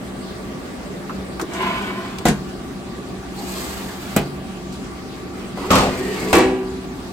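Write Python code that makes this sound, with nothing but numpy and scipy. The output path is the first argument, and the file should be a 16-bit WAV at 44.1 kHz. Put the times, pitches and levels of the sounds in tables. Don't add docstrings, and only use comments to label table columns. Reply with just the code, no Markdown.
import sys
import numpy as np
from scipy import signal
from scipy.fft import rfft, irfft, next_fast_len
from scipy.io import wavfile

SR = 44100
rng = np.random.default_rng(int(sys.argv[2]) if len(sys.argv) > 2 else 0)


def file_out(sig):
    cols = np.atleast_2d(sig).T
    lim = np.clip(cols, -1, 1)
    pcm = np.round(lim * 32767).astype(np.int16)
    wavfile.write(sys.argv[1], SR, pcm)


N = 313992
TIME = np.arange(N) / SR


def from_db(db):
    return 10 ** (np.asarray(db) / 20)


def rms_one(x):
    return x / np.sqrt(np.mean(x ** 2) + 1e-20)


def at_hz(points, hz):
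    f, value = np.transpose(points)
    return np.interp(np.log(hz), np.log(f), value)


def decay(t, t60):
    return np.exp(-np.log(1000) * t / t60)


def drift(rate_hz):
    pole = np.exp(-80 * np.pi * rate_hz / SR)
    slow = signal.lfilter([1], [1, -2 * pole, pole * pole], rng.standard_normal(N // 40 + 2002))[2000:]
    return np.interp(np.arange(N) / 40, np.arange(len(slow)), rms_one(slow))


def add(out, s, sound):
    start = round(s * SR)
    out[:, start:start + sound.shape[1]] += sound[:, :N - start]


def place(x, lag_ms, pan_db=0):
    length = x.shape[1]
    size = 2 * next_fast_len(length)
    delay = np.exp(-2j * np.pi * np.fft.rfftfreq(size, 1 / SR) * lag_ms / 1000)
    left = irfft(rfft(x[0], size) * delay)[:length]
    return np.array([left * from_db(pan_db / 2), x[1] * from_db(-pan_db / 2)])


EDGES_HZ = np.geomspace(25, 17000, 33)
BANK = [signal.butter(2, band, "band", fs=SR, output="sos") for band in zip(EDGES_HZ, EDGES_HZ[1:])]
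def noise(spectrum, width, t, envelope=lambda hz: 1):
    centres = np.sqrt(EDGES_HZ[1:] * EDGES_HZ[:-1])
    gains = from_db(at_hz(spectrum, centres))
    gains = gains / np.sqrt(np.sum(gains ** 2 * np.diff(EDGES_HZ)) / (SR / 2))
    white, out = rng.standard_normal((2, 2, len(t) + SR // 10)), 0
    for k, hz in enumerate(centres):
        mid, side = signal.sosfilt(BANK[k], white[k % 2])[:, -len(t):]
        spread = from_db(at_hz(width, hz))
        stereo = np.array([mid + spread * side, mid - spread * side]) / np.hypot(1, spread)
        out = out + gains[k] * envelope(hz) * stereo
    return out


# frequency in Hz, relative spectral density in dB.
FAN_SPECTRUM = [(22, -32), (58, -7), (80, -13.5), (100, -20.5), (125, -9.5), (175, -10.5), (250, -7),
                (310, -11.5), (390, -11.5), (470, -21.5), (700, -17.5), (930, -25), (1150, -23),
                (1600, -26.5), (3400, -32), (4800, -32.5), (5800, -38), (8300, -40.5), (11500, -46),
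                (16000, -49.5)]
# frequency in Hz, side over mid in dB.
FAN_WIDTH = [(60, -23), (150, -9.5), (380, -7), (950, -3), (2380, 1), (5980, -0.5), (15000, 0)]
# frequency in Hz, rms level in dB, line width in Hz.
HUM_LINES = [(61.7, -52, 2.8), (71.7, -52.5, 1.5), (120.3, -50, 1.3), (142.4, -57, 2.1), (175, -52, 2.2),
             (184.4, -47, 1.35), (191, -38, 1.06), (251.8, -45, 6.4), (282, -51, 3.3), (343.4, -49.5, 1.7),
             (357, -44, 1.86), (381, -49, 2.2), (413.5, -53.5, 3.1), (770, -54, 1.3), (1164, -51.5, 3.5),
             (1146, -53, 2.9)]
def workshop(fan_db=-32.5, flutter_db=1.95, hum_lag_ms=0.19, waver=0.32):
    fans = noise(FAN_SPECTRUM, FAN_WIDTH, TIME, lambda hz: from_db(flutter_db * drift(8.2)))
    hum = 0
    for hz, db, width in HUM_LINES:
        amplitude = from_db(db) * np.sqrt(2) * (1 + waver * drift(2 * width))
        hum = hum + amplitude * np.sin(2 * np.pi * hz * TIME + drift(width))
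    return from_db(fan_db) * fans + place(np.array([hum, hum]), hum_lag_ms)


# frequency in Hz, side over mid in dB.
LATHE_WIDTH = [(100, -20), (400, -13), (1000, -5.5), (2500, 0.5), (8000, -3)]
# frequency in Hz, relative spectral density in dB.
CHAMBER_SPECTRUM = [(200, -32), (400, -20), (520, 8), (700, -6.5), (900, -11), (1400, -11), (2000, -11),
                    (5000, -38)]
# time in seconds, level in dB.
CHAMBER_ESCAPE = [(0, -43), (.7, -40), (1.4, -41), (2.25, -67)]
def chamber(lag_ms=-0.32):
    s, db = np.transpose(CHAMBER_ESCAPE)
    out, t = np.zeros((2, N)), TIME[TIME < s[-1]]
    escaping = from_db(np.interp(t, s, db)) * noise(CHAMBER_SPECTRUM, LATHE_WIDTH, t)
    add(out, 0, place(escaping, lag_ms))
    return out


def panel(body, t60, damping=0.13, build_cycles=0.13):
    t = TIME[:int(SR * min(.1 + 2 * t60, .75))]
    def envelope(hz):
        return (1 - np.exp(-t * hz / build_cycles)) * decay(t, t60 * (hz / 1000) ** -damping)
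    return noise(body, LATHE_WIDTH, t, envelope)


# start in seconds, level in dB, centre in Hz,
# half-width in octaves, t60 at 1 kHz in seconds.
KNOCKS = [(1.095, -24, 1130, 0.21, 0.1), (1.396, -22, 1070, 0.58, 0.15), (1.414, -27.5, 4540, 0.96, 0.071),
          (1.422, -20, 343, 0.29, 0.096), (1.535, -37, 5770, 0.56, 0.24), (2.185, -27, 3100, 0.85, 0.057),
          (4.723, -42.5, 3980, 1, 0.58), (5.574, -27.5, 600, 0.51, 0.14)]
def knocks():
    out = np.zeros((2, N))
    for s, db, hz, octaves, t60 in KNOCKS:
        hump = [(f, -20 * np.log10(1 + (np.log2(f / hz) / octaves) ** 2)) for f in EDGES_HZ]
        add(out, s, from_db(db) * panel(hump, t60))
    return out


# frequency in Hz, t60 in seconds,
# relative level in dB when struck at the edge, the same when shaken from the rail.
WINDOW_MODES = [(146, 0.56, -10, -22), (204, 0.26, -3.5, -5), (273, 0.11, -13, -16), (324, 0.15, 0, -11),
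                (372, 0.18, -8, -4), (474, 0.13, -3, -27), (657, 0.098, -17, -0.5), (720, 0.1, 1.5, -15),
                (792, 0.085, -5, -18), (968, .17, -22, -10), (1022, 0.12, -12, -4), (1074, 0.13, -19, -7.5),
                (1463, 0.15, -11, -11.5), (1610, 0.12, -14, -14), (2000, 0.082, -10.5, -9.5),
                (2250, 0.18, -22, -9), (2990, 0.23, -33, -16), (3500, .25, -32, -19)]
GUARD_MODES = [(142.7, 1.3, -17, -26), (202, 0.12, 3, -14), (289, 0.39, -13, -19), (355.4, 0.41, -14, 6),
               (527, 0.36, -17, -11), (662, 0.13, -3.5, -7), (819, 0.2, -13, -8), (1222, 0.064, -5, -6),
               (1340, 0.26, -23, -11), (1960, 0.15, -15, -8), (2094, 0.22, -21, -18),
               (2460, 0.17, -12.5, -15), (3020, 0.27, -23, -20), (3400, 0.21, -21, -14)]
COVER_MODES = [(193, 0.35, -26, 0.5), (260.6, 1.6, -16, -10.5), (323, 0.56, -3, -32), (343, 0.4, -6, -20),
               (366, 0.53, -9, -21), (380, 1.17, -7.5, -13), (491, 0.58, -11.5, -18), (507, 0.5, -16.5, -7),
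               (589, 0.54, -25, -12.5), (667, 0.47, -15, -15), (750, 0.85, -24, -16), (777, 0.69, -14, -26),
               (850, 1.1, -21, -29), (886, 0.43, -34, -10), (990, 1.4, -27.5, -38), (1106, .3, -30, -7),
               (1137, 0.32, -9, -9), (1276, 0.3, -26, -6), (1530, 0.68, -30, -44), (1620, 1, -30, -40),
               (1675, 0.6, -20, -31), (1890, 0.47, -17, -25), (1940, 0.48, -19, -30),
               (2310, 0.43, -18, -29), (2610, 0.45, -20, -34), (2869, .7, -32, -38), (3230, .4, -26, -33),
               (4290, 0.43, -23, -21)]
def ringing(modes, where, scatter_db=1.0, ear_phase=0.12):
    t, out = TIME[:SR * 5 // 4], 0
    for k, (hz, t60, edge_db, rail_db) in enumerate(modes):
        db = (edge_db if where == "edge" else rail_db) + scatter_db * rng.standard_normal()
        phase = k * np.pi + ear_phase * rng.standard_normal((2, 1))
        envelope = decay(t, t60) * (1 - np.exp(-t * hz))
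        out = out + from_db(db) * np.sin(2 * np.pi * hz * t + phase) * envelope
    return out


# frequency in Hz, relative spectral density in dB.
WINDOW_ROLL = [(80, -7), (200, -1), (380, 0), (500, -11), (680, -4), (850, -2.5), (1050, -1.5), (1500, -4),
               (2000, -6), (3000, -7), (4500, -18.5), (8000, -39)]
GUARD_ROLL = [(120, -20), (350, -10), (750, 2.5), (1200, -2.5), (2000, -4), (3500, -6), (6000, -14),
              (9000, -17)]
COVER_ROLL = [(100, 2), (270, -4), (380, 17), (520, -2), (750, -0.5), (1200, -4.5), (1600, -6.5),
              (2200, -0.5), (3200, -9.5), (4500, -12.5), (8000, -29)]
RUB_SPECTRUM = [(2500, -23), (4500, 5.5), (6000, -4), (8000, 7.5), (10000, -21), (12000, 3), (15500, -18)]
RAILS = {"window": (WINDOW_ROLL, WINDOW_MODES, -2.1, 0.65, -0.15),
         "guard": (GUARD_ROLL, GUARD_MODES, -7.5, 1.53, 0.15),
         "cover": (COVER_ROLL, COVER_MODES, -10, 1.94, -0.045)}
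# start and end in seconds, door, run-up in seconds,
# later change of speed in dB per second, rolling and hiss levels in dB at the end of the run-up.
PUSHES = [(1.47, 2.253, "window", 0.22, -32.5, -24.5, -46),
          (3.289, 4.165, "guard", 0.32, -17.5, -33.5, -37), (3.998, 4.166, "guard", 0.034, -2, -37, -58),
          (5.31, 5.533, "cover", 0.11, -87, -35, -51), (5.544, 6.33, "cover", 0.046, 7, -29.5, -47.5)]
def slide(push, bumps_per_s=2000, grain_db=2.5, ring_t60=.14, judder_db=2.0, stretches=8):
    start, end, door, run_up, db_per_s, roll_db, hiss_db = push
    spectrum, modes, modes_db, hiss_exponent, lag_ms = RAILS[door]
    out, t = np.zeros((2, N)), TIME[TIME < end - start]
    swell = np.sin(np.pi / 2 * np.clip(t / run_up, 1e-3, 1))
    speed_db = 20 * np.log10(swell) + db_per_s * np.maximum(t - run_up, 0)
    sizes = from_db(grain_db * np.minimum(rng.exponential(1, len(t)), 4)) * rng.choice([-1, 1], len(t))
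    bumps = rms_one(sizes * (rng.random(len(t)) < bumps_per_s / SR)) * from_db(roll_db + speed_db)
    def crossfades(count):
        return [np.sqrt(np.maximum(1 - abs((count - 1) * t / t[-1] - k), 0)) for k in range(count)]
    paths = [(share, panel(spectrum, ring_t60)) for share in crossfades(stretches)]
    for share in crossfades(3):
        paths.append((from_db(modes_db) * share, ringing(modes, "rail", scatter_db=3.5)))
    for share, response in paths:
        unit_response = response / np.linalg.norm(response[0])
        add(out, start, signal.fftconvolve([share * bumps], unit_response, axes=1))
    friction_db = hiss_exponent * speed_db + judder_db * drift(52)[:len(t)]
    add(out, start, from_db(hiss_db + friction_db) * noise(RUB_SPECTRUM, LATHE_WIDTH, t))
    return place(out, lag_ms)


# time of the peak in seconds, rms level in dB, centre in Hz,
# length in seconds, Q of the first filter (low for a broad scrape, high for a thin chirp).
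CHATTER = [(1.637, -43, 3500, 0.09, 3), (3.389, -45.5, 4360, 0.067, 12), (3.419, -40.5, 780, 0.16, 6),
           (3.58, -44.5, 3500, 0.12, 2), (3.895, -44, 1700, 0.08, 9), (5.646, -34.5, 980, 0.085, 3.7),
           (6.1, -42, 1850, 0.36, 18), (6.18, -46, 3370, 0.28, 2.2), (6.209, -39.5, 2180, 0.17, 20)]
def chatter(width=0.49):
    out = np.zeros((2, N))
    for s, db, hz, length, q in CHATTER:
        size = int(length * SR)
        mid, side = signal.lfilter(*signal.iirpeak(hz, q, fs=SR), rng.standard_normal((2, size)))
        stereo = [mid + width * side, mid - width * side]
        shudder = signal.lfilter(*signal.iirpeak(hz, max(q / 2, 1), fs=SR), stereo)
        add(out, s - length / 2, from_db(db) * rms_one(shudder * np.hanning(size)))
    return out


def overtones(body, t60, level_db=-13.5, t60_ratio=1.32, count=240):
    t = TIME[:int(SR * min(.1 + 1.2 * t60, .75))]
    spot, life, ear = rng.random((3, count, 1))
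    hz = 1000 + 11000 * (np.arange(count)[:, None] + spot) / count
    mode_t60 = t60_ratio * t60 * (.5 + life) * (hz / 1000) ** -.25
    partials = np.exp(2j * np.pi * hz * t) * decay(t, mode_t60)
    ear_phasors = np.exp(1j * np.pi * np.array([[1], [-1]]) * (ear.T - .5))
    return from_db(level_db + at_hz(body, hz)) * partials, ear_phasors


# frequency in Hz, relative spectral density in dB.
WINDOW_BODY = [(25, -9), (55, 7), (100, -12), (180, 5.5), (330, 2), (560, -9), (740, -3.5), (1150, -15.5),
               (1800, -13.5), (3200, -18), (8000, -23), (12000, -29), (16000, -41)]
GUARD_BODY = [(25, -23), (58, -1), (120, -8), (210, -4), (300, -9), (450, -7), (680, -9), (1050, -17.5),
              (2200, -17.5), (3500, -22.5), (5500, -29), (8300, -34), (16000, -36)]
JOLT_BODY = [(25, -17), (65, 0), (100, 0.5), (180, 2.5), (320, -6), (520, 2.5), (700, -9.5), (1200, -3.5),
             (1600, -15), (2300, -12.5), (4500, -16), (8000, -25), (16000, -39)]
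STOP_BODY = [(25, -23), (58, -7), (130, -13.5), (230, -5.5), (350, 1), (560, -7.5), (780, -5), (1300, -14),
             (2400, -14), (5500, -26.5), (8000, -27.5), (12000, -40), (16000, -39)]
CRACK_SPECTRUM = [(1000, -12), (2000, -17), (5500, -7), (8300, 4), (9800, -28), (11500, 12.5), (15500, -16)]
IMPACTS = {"window": (WINDOW_BODY, WINDOW_MODES, "edge", 0.18, 0.022, .5),
           "guard": (GUARD_BODY, GUARD_MODES, "edge", 0.21, 0.015, 0),
           "jolt": (JOLT_BODY, COVER_MODES, "rail", 0.372, -0.13, 0.88),
           "stop": (STOP_BODY, COVER_MODES, "edge", 0.44, 0.033, -0.23)}
# start in seconds, kind, levels of body, modes and crack in dB,
# number of contacts, their spacing in seconds, loss per rebound in dB.
BLOWS = [(2.2536, "window", -9.5, -9.5, -24, 2, 0.012, 4), (2.2832, "window", -11, -17.5, -24, 1, 0.012, 6),
         (4.1632, "guard", -12.5, -12.5, -12, 2, 0.022, 17), (4.213, "guard", -29, -32, -44, 1, 0.015, 17),
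         (5.7050, "jolt", -10.5, -10, -31, 2, 0.027, 2.5), (5.7140, "jolt", -17.5, -26, -18, 1, .02, 3),
         (5.7540, "jolt", -11.5, -15, -18, 5, 0.026, 4), (6.3290, "stop", -6, -16, -17, 2, 0.011, 14),
         (6.3520, "stop", -16, -5.5, -17.5, 3, 0.016, 0.9)]
def clunks(crack_t60=0.04, crack_rise_s=0.00029, rebound_modes_db=-9.5, rebound_crack_db=-1.5):
    out, t = np.zeros((2, N)), TIME[:SR // 10]
    sheets = {kind: overtones(body, t60) for kind, (body, _, _, t60, _, _) in IMPACTS.items()}
    crack_envelope = decay(t, crack_t60) * (1 - np.exp(-t / crack_rise_s))
    for s, kind, body_db, modes_db, crack_db, contacts, gap, loss_db in BLOWS:
        body, modes, where, t60, lag_ms, pan_db = IMPACTS[kind]
        partials, ear_phasors = sheets[kind]
        for k in range(round(contacts)):
            crack = noise(CRACK_SPECTRUM, LATHE_WIDTH, t) * crack_envelope
            shimmer = ((ear_phasors * rng.standard_normal(len(partials))) @ partials).imag
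            parts = [(crack_db + k * rebound_crack_db, crack),
                     (body_db, panel(body, t60)),
                     (body_db, shimmer),
                     (modes_db + k * rebound_modes_db, ringing(modes, where))]
            for db, part in parts:
                add(out, s + k * gap, from_db(db - k * loss_db) * place(part, lag_ms, pan_db))
    return out


# start in seconds, peak level in dB, frequency in Hz, rise time in seconds.
THUDS = [(2.2555, -10.5, 606, 0.002), (2.265, -5.5, 253, 0.0028), (2.272, -11, 166.4, 0.0088),
         (2.2836, -15, 252, 0.0026), (4.1660, -3.5, 243, 0.0019)]
def thuds():
    out, t = np.zeros((2, N)), TIME[:SR // 10]
    for s, db, hz, rise in THUDS:
        flex = from_db(db) * t / rise * np.exp(1 - t / rise) * np.sin(2 * np.pi * hz * t)
        add(out, s, np.array([flex, flex]))
    return out


# time in seconds, centre in Hz, level in dB.
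SCREECH_GLIDE = [(5.704, 1291, -15), (5.735, 1110, -18), (5.8, 1020, -22.5), (5.83, 779, -24.5),
                 (5.885, 703, -22), (5.92, 700, -45)]
def screech(half_width_hz=105, lag_ms=-0.089):
    s, hz, db = np.transpose(SCREECH_GLIDE)
    out, t = np.zeros((2, N)), s[0] + TIME[TIME < s[-1] - s[0]]
    lowpass = signal.butter(2, half_width_hz, fs=SR, output="sos")
    rough = signal.sosfilt(lowpass, rng.standard_normal((2, SR)))[:, -len(t):]
    phase = 2 * np.pi * np.cumsum(np.interp(t, s, hz)) / SR
    ring = from_db(np.interp(t, s, db)) * rms_one(rough[0] * np.cos(phase) + rough[1] * np.sin(phase))
    add(out, s[0], place(np.array([ring, ring]), lag_ms))
    return out


def room(x, t60=0.97, gain_db=-21.5, wall_cut_hz=3500, onset_s=0.0085):
    t = TIME[:SR]
    tail = rng.standard_normal((2, SR)) * decay(t, t60) * (1 - np.exp(-t / onset_s))
    walls = signal.butter(1, wall_cut_hz, fs=SR, output="sos")
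    tail = signal.sosfilt(walls, tail / np.linalg.norm(tail[0]))
    return from_db(gain_db) * signal.fftconvolve(x, tail, axes=1)[:, :N]


def scene():
    doors = clunks() + thuds() + knocks() + chatter() + screech() + sum(slide(push) for push in PUSHES)
    return doors + room(doors) + workshop() + chamber()


def record(dry, port_hz=7800, port_q=4, ceiling=0.71, cutoff_hz=16000):
    heard = dry + .5 * signal.lfilter(*signal.iirpeak(port_hz, port_q, fs=SR), dry)
    lowpass = signal.ellip(10, .1, 80, cutoff_hz, fs=SR, output="sos")
    return signal.sosfilt(lowpass, ceiling * np.tanh(heard / ceiling))


dry = scene()
out = record(dry)
file_out(out)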